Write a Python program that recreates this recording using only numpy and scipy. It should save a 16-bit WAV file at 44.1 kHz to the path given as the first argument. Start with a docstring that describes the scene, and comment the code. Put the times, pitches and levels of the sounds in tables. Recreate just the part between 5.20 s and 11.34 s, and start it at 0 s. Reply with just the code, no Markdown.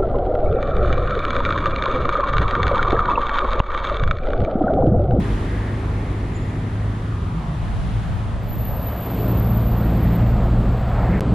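"""Close road traffic: a car rolls past, then a heavy vehicle pulls through with louder drone and tyre roar.
An engine hums at multiples of its firing rate; a road echo sweeps notches through the car's tyre noise.
Air buffets the microphone, the exhaust booms, and friction rings a brake disc thinly near 12 kHz.
Near the end the sound cuts out for an instant and comes back duller."""
import sys
import numpy as np
from scipy.fft import rfft, irfft, next_fast_len
from scipy.io import wavfile
from scipy.ndimage import uniform_filter1d, minimum_filter1d, map_coordinates

SR = 44100
rng = np.random.default_rng(int(sys.argv[2]) if len(sys.argv) > 2 else 0)


def wav_record(signal):
    """Record a signal, one row per channel, as 16-bit PCM in the file named by sys.argv[1]."""
    frames = np.transpose(np.atleast_2d(signal))
    bounded = np.clip(frames, -1, 1)
    # unit amplitude maps onto the largest positive 16-bit level
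    quanta = np.round(bounded * 32767).astype(np.int16)
    wavfile.write(sys.argv[1], SR, quanta)


N = 270774
T = np.arange(N) / SR

# noise spectra: freq_hz, relative_density_db
WAKE_SPECTRUM = [(10, -21), (30, 3.5), (60, 1), (110, 5), (180, -13), (300, -16), (500, -25), (2000, -120)]
BUFFET_SPECTRUM = [(8, -20), (18, -4), (30, 11), (45, 14.5), (70, -9), (90, -6.5), (130, -24), (400, -120)]
EXHAUST_SPECTRUM = [(25, -32), (45, -1), (80, 3.5), (125, -0.5), (160, -1.5), (205, -5.5), (280, -17),
                    (500, -59), (1500, -120)]
BODY_SPECTRUM = [(120, -32), (200, -1), (250, 5), (330, 1), (430, -2), (560, -10.5), (1000, -52.5),
                 (3000, -120)]
BRAKE_SPECTRUM = [(10500, -120), (11400, -42), (11650, -32), (11800, -17), (11920, -5), (12020, 0),
                  (12110, -6), (12220, -19), (12450, -36), (12900, -50), (13500, -120)]
RASP_SPECTRUM = [(900, -22), (1450, -4), (1850, 0), (2200, -4), (2600, -13.5), (4000, -48), (9000, -120)]
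CAR_ROAR_SPECTRUM = [(250, -46), (480, -5), (650, 0), (950, -0.5), (1250, -1.5), (1700, -14.5), (3000, -38),
                     (8000, -120)]
CAR_HISS_SPECTRUM = [(1500, -16), (2500, 2.5), (3400, 1), (4300, -4.5), (5300, -9), (7200, -11),
                     (9000, -14.5), (10200, -12), (11500, -21.5), (14300, -31)]
HEAVY_ROAR_SPECTRUM = [(250, -16), (480, -3), (680, -0.5), (900, -7), (1250, -9.5), (1700, -18.5),
                       (3000, -68), (8000, -120)]
HEAVY_HISS_SPECTRUM = [(1500, -10.5), (2500, 2.5), (3400, -1), (4600, -6.5), (5600, -15), (6500, -16.5),
                       (7500, -12), (8500, -16.5), (9400, -24.5), (11000, -26), (14000, -46)]
# left-right likeness: freq_hz, coherence
WAKE_COHERENCE = [(100, 0.25)]
BASS_COHERENCE = [(30, 1)]
BRAKE_COHERENCE = [(12000, 0.67)]
CAR_COHERENCE = [(350, 0.27), (620, 0.88), (1100, 0.076), (1900, 0.59), (3500, 0.65), (7000, 0.057)]
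HEAVY_COHERENCE = [(2000, 1), (9000, .998)]
# envelopes of draught and brake: start_s, full_s, release_s, end_s
WAKE_TIMES = (2.0, 2.6, 3.2, 3.75)
BRAKE_TIMES = (3.2, 3.32, 4.15, 5.35)
# low gusts over calm air: centre_s, half_length_s, boost_db
AIR_GUSTS = [(.17, 0.09, 12), (3.1, .35, 2.5), (4.6, 0.24, 9), (5.247, 0.35, 13.5), (5.85, 0.29, 10.5)]
# brief resonances: centre_s, half_length_s, pitch_hz, level_db
SILENCER_RINGS = [(4.148, 0.2, 192, -27), (4.798, 0.29, 199.7, -26.5), (5.396, 0.21, 206.4, -30.5),
                  (5.936, 0.067, 180.3, -17)]
PAD_CHIRPS = [(2.93, .1, 12050, -73), (4.87, .015, 9700, -69), (4.96, .025, 8420, -65),
              (5.41, .02, 8900, -64)]
TREAD_WHISTLES = [(.39, .18, 1812, -42.5), (.68, .1, 1098, -42.5)]
GUST_BOOMS = [(2.28, 0.19, 149.8, -28.5)]
# catches of the second brake tone: centre_s, half_length_s, level_db
BRAKE_CATCHES = [(4.72, 0.18, -65), (4.837, 0.028, -49), (4.957, .03, -46)]
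# engine effort relative to idle: time_s, effort_db
ENGINE_EFFORT = [(0, 3.5), (.5, -2), (3.9, -1), (4.25, 6.5), (5.35, 6.5), (5.72, 3), (5.93, 6.5),
                 (6.03, 0.5), (6.14, 13.5)]
# engine lines: firing_multiple, idle_db, db_per_effort_db
ENGINE_ORDERS = [(1, -29.5, 1.07), (3, -39.5, 1.28), (3.5, -45, 1.42), (4, -46, 1.4)]
# second-order drone and low-mid body noise: time_s, level_db
DRONE_LEVELS = [(0, -31.5), (.65, -26.5), (1.03, -31.5), (1.8, -23.5), (2.3, -35), (2.7, -29), (3.1, -30),
                (3.75, -32), (4.25, -18.5), (4.6, -24), (5.05, -19.5), (6.14, -27)]
BODY_LEVELS = [(0, -29), (1.1, -33), (2.1, -37.5), (2.6, -42), (3.78, -39.5), (4.02, -27), (4.4, -33.5),
               (4.85, -29), (5.2, -31.5), (5.45, -29), (5.7, -43), (5.93, -26.5), (6.14, -27.5)]
# tyre noise swells: centre_s, half_length_s, roar_db, rasp_db, hiss_db
CAR_TYRE_SWELLS = [(0, 0.37, 2.5, 2, 4.5), (.35, 1.23, .5, 6.5, 1.5), (2.7, 0.32, 1, 2.5, 3.5)]
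HEAVY_TYRE_SWELLS = [(4, .2, 1, 1, 2.5), (4.9, 0.27, 0, 5.5, 1), (5.8, .13, 3, 6.5, 0.5),
                     (5.96, 0.075, -2.5, 10.5, 0)]

DROPOUT_START_S, DROPOUT_END_S = 5.997, 6.0075


def amp(db):
    """Decibels to gain."""
    return 10 ** (np.asarray(db) / 20)


def unit(x):
    """Scale to rms 1."""
    return x / np.sqrt(np.mean(x ** 2) + 1e-20)


def log_interp(points, hz):
    """Read (freq_hz, value) rows on a log axis."""
    freqs_hz, values = np.transpose(points)
    return np.interp(np.log(hz + 1), np.log(freqs_hz + 1), values)


def curve(points):
    """Read (time_s, value) rows at every sample."""
    return np.interp(T, *np.transpose(points))


def ramp(start_s, end_s):
    """Linear rise from 0 to 1."""
    return np.clip((T - start_s) / (end_s - start_s), 0, 1)


def swell(centre_s, half_s):
    """Bell of height 1."""
    return np.exp(-((T - centre_s) / half_s) ** 2)


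def wobble(rate_hz):
    """Smooth random curve with knots at rate_hz."""
    return map_coordinates(rng.standard_normal(4096), [T * rate_hz], mode="wrap")


def filtered(x, response):
    """Apply a frequency response."""
    size = next_fast_len(N + 8192)
    return irfft(rfft(x, size) * response(np.fft.rfftfreq(size, 1 / SR)), size)[..., :N]


def noise(spectrum, coherence):
    """Stereo noise of rms 1 with given colour and coherence."""
    def response(hz):
        angle = np.arccos(np.clip(log_interp(coherence, hz), -1, 1)) / 2
        return amp(log_interp(spectrum, hz)) * [np.cos(angle), np.sin(angle)]
    mid, side = filtered(rng.standard_normal((2, N)), response)
    return unit(np.array([mid + side, mid - side]))


def resonance(hz, width_hz):
    """Noise band of rms 1 around a steady or moving pitch."""
    a, b = filtered(rng.standard_normal((2, N)), lambda f: 1 / (1 + (2 * f / width_hz) ** 4))
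    phase = 2 * np.pi * np.cumsum(hz * np.ones(N)) / SR
    return unit(a * np.cos(phase) + b * np.sin(phase))


def rings(rows, width_hz):
    """One resonance swells and fades per row."""
    return sum(amp(db) * swell(s, half_s) * resonance(hz, width_hz) for s, half_s, hz, db in rows)


def throb(phase, depth):
    """Gain that swells once per firing."""
    return unit(np.exp(depth * np.cos(phase)))


def wake(breeze_db=-44, draught_db=-26, left_bias_db=0.9):
    """A breeze grows into the car's draught, buffeting each microphone port separately."""
    start_s, full_s, release_s, end_s = WAKE_TIMES
    level_db = breeze_db + (draught_db - breeze_db) * ramp(start_s, full_s) + 2.4 * wobble(13)
    balance = amp([[left_bias_db], [-left_bias_db]])
    return (1 - ramp(release_s, end_s)) * amp(level_db) * balance * noise(WAKE_SPECTRUM, WAKE_COHERENCE)


def buffet(calm_db=-35.5):
    """Air buffets in the deep bass, rising in gusts."""
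    gust_db = sum(db * swell(s, half_s) for s, half_s, db in AIR_GUSTS)
    return amp(calm_db + gust_db) * noise(BUFFET_SPECTRUM, BASS_COHERENCE)


def squeak(peak_s=1.17, attack_s=0.065, pitch_hz=7110, scoop_hz=160, scoop_s=0.024, decay_db_per_s=125):
    """A trembling stick-slip tone scoops up to pitch and rings away."""
    start_s = peak_s - attack_s
    hz = pitch_hz - scoop_hz * np.exp(-np.maximum(T - start_s, 0) / scoop_s) + 24 * wobble(250)
    level_db = -57.5 - decay_db_per_s * np.maximum(T - peak_s, 0) + 9 * wobble(69.6)
    phase = 2 * np.pi * np.cumsum(hz) / SR
    return ramp(start_s, peak_s) ** 2 * amp(level_db) * np.sqrt(2) * np.sin(phase)


def brake_slide(start_s=4.3, start_hz=12850, sag_hz_per_s2=1710):
    """A second brake tone sags ever faster, catching briefly."""
    hz = start_hz - sag_hz_per_s2 * np.clip(T - start_s, 0, 1) ** 2
    catches = sum(amp(db) * swell(s, half_s) for s, half_s, db in BRAKE_CATCHES)
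    return catches * resonance(hz, width_hz=160)


def brake_squeal(grip_db=-40, eased_db=-63.5, rise_db=30, flutter_db=1.5):
    """Friction rings a narrow disc resonance unevenly, fading as the pad eases off."""
    start_s, full_s, release_s, end_s = BRAKE_TIMES
    level_db = grip_db + rise_db * (ramp(start_s, full_s) - 1)
    level_db += (eased_db - grip_db) * ramp(release_s, end_s) ** 1.3
    ring = noise(BRAKE_SPECTRUM, BRAKE_COHERENCE) * unit(amp(flutter_db * wobble(40)))
    gate = (T > start_s) * (T < DROPOUT_START_S)
    return gate * amp(level_db) * ring * amp([[.5], [-.5]])


def firing_phase(idle_hz=52, pull_away_s=1.4, rise_hz_per_s=1.58):
    """Phase in radians: the engine idles, then gathers speed, hunting a little."""
    hz = idle_hz + rise_hz_per_s * np.maximum(T - pull_away_s, 0)
    return 2 * np.pi * np.cumsum(hz * (1 + 0.00682 * wobble(12))) / SR


def rumble(phase, effort_db, idle_db=-26.5):
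    """Exhaust and body noise pulse with the firings; the silencer booms under load."""
    exhaust = amp(idle_db + 0.56 * effort_db) * noise(EXHAUST_SPECTRUM, BASS_COHERENCE)
    body = amp(curve(BODY_LEVELS)) * noise(BODY_SPECTRUM, BASS_COHERENCE)
    return (exhaust + body) * throb(phase, depth=0.096) + rings(SILENCER_RINGS, width_hz=44)


def engine(phase, effort_db, pipe_db=9.5, uneven_db=2.0):
    """A drone plus firing orders that grow with effort; unequal cylinders add a half order."""
    levels_db = {order: idle_db + slope * effort_db for order, idle_db, slope in ENGINE_ORDERS}
    levels_db[2] = curve(DRONE_LEVELS)
    levels_db[3] += pipe_db * swell(4.9, 0.13)  # exhaust pipe resonance
    hum = np.zeros(N)
    for order, db in levels_db.items():
        tone = np.sqrt(2) * np.sin(order * phase + rng.uniform(0, 2 * np.pi) + 0.18 * wobble(25))
        hum += amp(db + uneven_db * wobble(22)) * tone
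    return hum


def tyre_swells(rows):
    """Extra dB of roar, rasp and hiss per sample."""
    return sum(np.outer(boosts_db, swell(s, half_s)) for s, half_s, *boosts_db in rows)


def car_tyres(nearest_s=2.73, pass_s=0.47, max_lag_ms=1.37, recede_s=3.12, recede_db_per_s=33.5):
    """Tyre noise plus road echo: the lag grows as the car nears, so the notches slide down."""
    roar_db, rasp_db, hiss_db = tyre_swells(CAR_TYRE_SWELLS)
    roar = amp(-38.5 + roar_db + 0.42 * wobble(8.7)) * noise(CAR_ROAR_SPECTRUM, CAR_COHERENCE)
    rasp = amp(-49 + rasp_db + 0.47 * wobble(12)) * noise(RASP_SPECTRUM, CAR_COHERENCE)
    hiss = amp(-50.5 + hiss_db) * noise(CAR_HISS_SPECTRUM, CAR_COHERENCE)
    direct = roar + rasp
    lag_ms = max_lag_ms / np.hypot(1, (T - nearest_s) / pass_s)
    echo = np.array([np.interp(T - lag_ms / 1000, T, side) for side in direct])
    echo_gain = 0.13 + 0.21 * swell(2, .25)
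    swept = (direct + echo_gain * echo) / np.sqrt(1 + echo_gain ** 2)
    fade = amp(-recede_db_per_s * np.maximum(T - recede_s, 0))
    return fade * (swept + hiss) * amp([[.2], [-.2]])


def heavy_tyres(phase, emerge_s=3.03, approach_s=3.3, arrive_s=3.72, creep_db_per_s=1.36):
    """The heavy vehicle closes in, then creeps nearer; its tyre noise throbs with the firings."""
    far = 1 - ramp(approach_s, arrive_s)
    near_db = creep_db_per_s * np.maximum(T - arrive_s, 0) - 4.5 * far
    dull_db = 1.5 * (T > DROPOUT_START_S)
    roar_db, rasp_db, hiss_db = tyre_swells(HEAVY_TYRE_SWELLS)
    roar_db += near_db - dull_db + wobble(14)
    roar = amp(-33.5 + roar_db) * noise(HEAVY_ROAR_SPECTRUM, HEAVY_COHERENCE)
    rasp = amp(-49 + rasp_db - 2 * dull_db + 0.54 * wobble(18)) * noise(RASP_SPECTRUM, HEAVY_COHERENCE)
    hiss = amp(-49 + hiss_db) * noise(HEAVY_HISS_SPECTRUM, HEAVY_COHERENCE)
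    treble = amp(-2 * far) * (rasp + hiss)
    return ramp(emerge_s, approach_s) * (roar + treble) * throb(phase, depth=0.043)


def scene():
    """Engine and rumble throughout; wide car noise gives way to the centred heavy vehicle."""
    phase = firing_phase()
    effort_db = curve(ENGINE_EFFORT)
    tyres = car_tyres() + heavy_tyres(phase)
    tones = rings(TREAD_WHISTLES, width_hz=680) + rings(GUST_BOOMS, width_hz=66)
    squeals = brake_squeal() + brake_slide() + rings(PAD_CHIRPS, width_hz=400) + squeak()
    bass = engine(phase, effort_db) + buffet() + rumble(phase, effort_db) + wake()
    return bass + tyres + tones + squeals


def record(dry, ceiling=.48, window_samples=900, top_hz=14400):
    """Peak limiter, brief dropout, band limit."""
    needed_gain = np.minimum(1, ceiling / (np.abs(dry).max(axis=0) + 1e-9))
    gain = uniform_filter1d(minimum_filter1d(needed_gain, window_samples), window_samples)
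    live = (T < DROPOUT_START_S) | (T > DROPOUT_END_S)
    return filtered(dry * gain * live, lambda hz: hz < top_hz)


dry = scene()
out = record(dry)
wav_record(out)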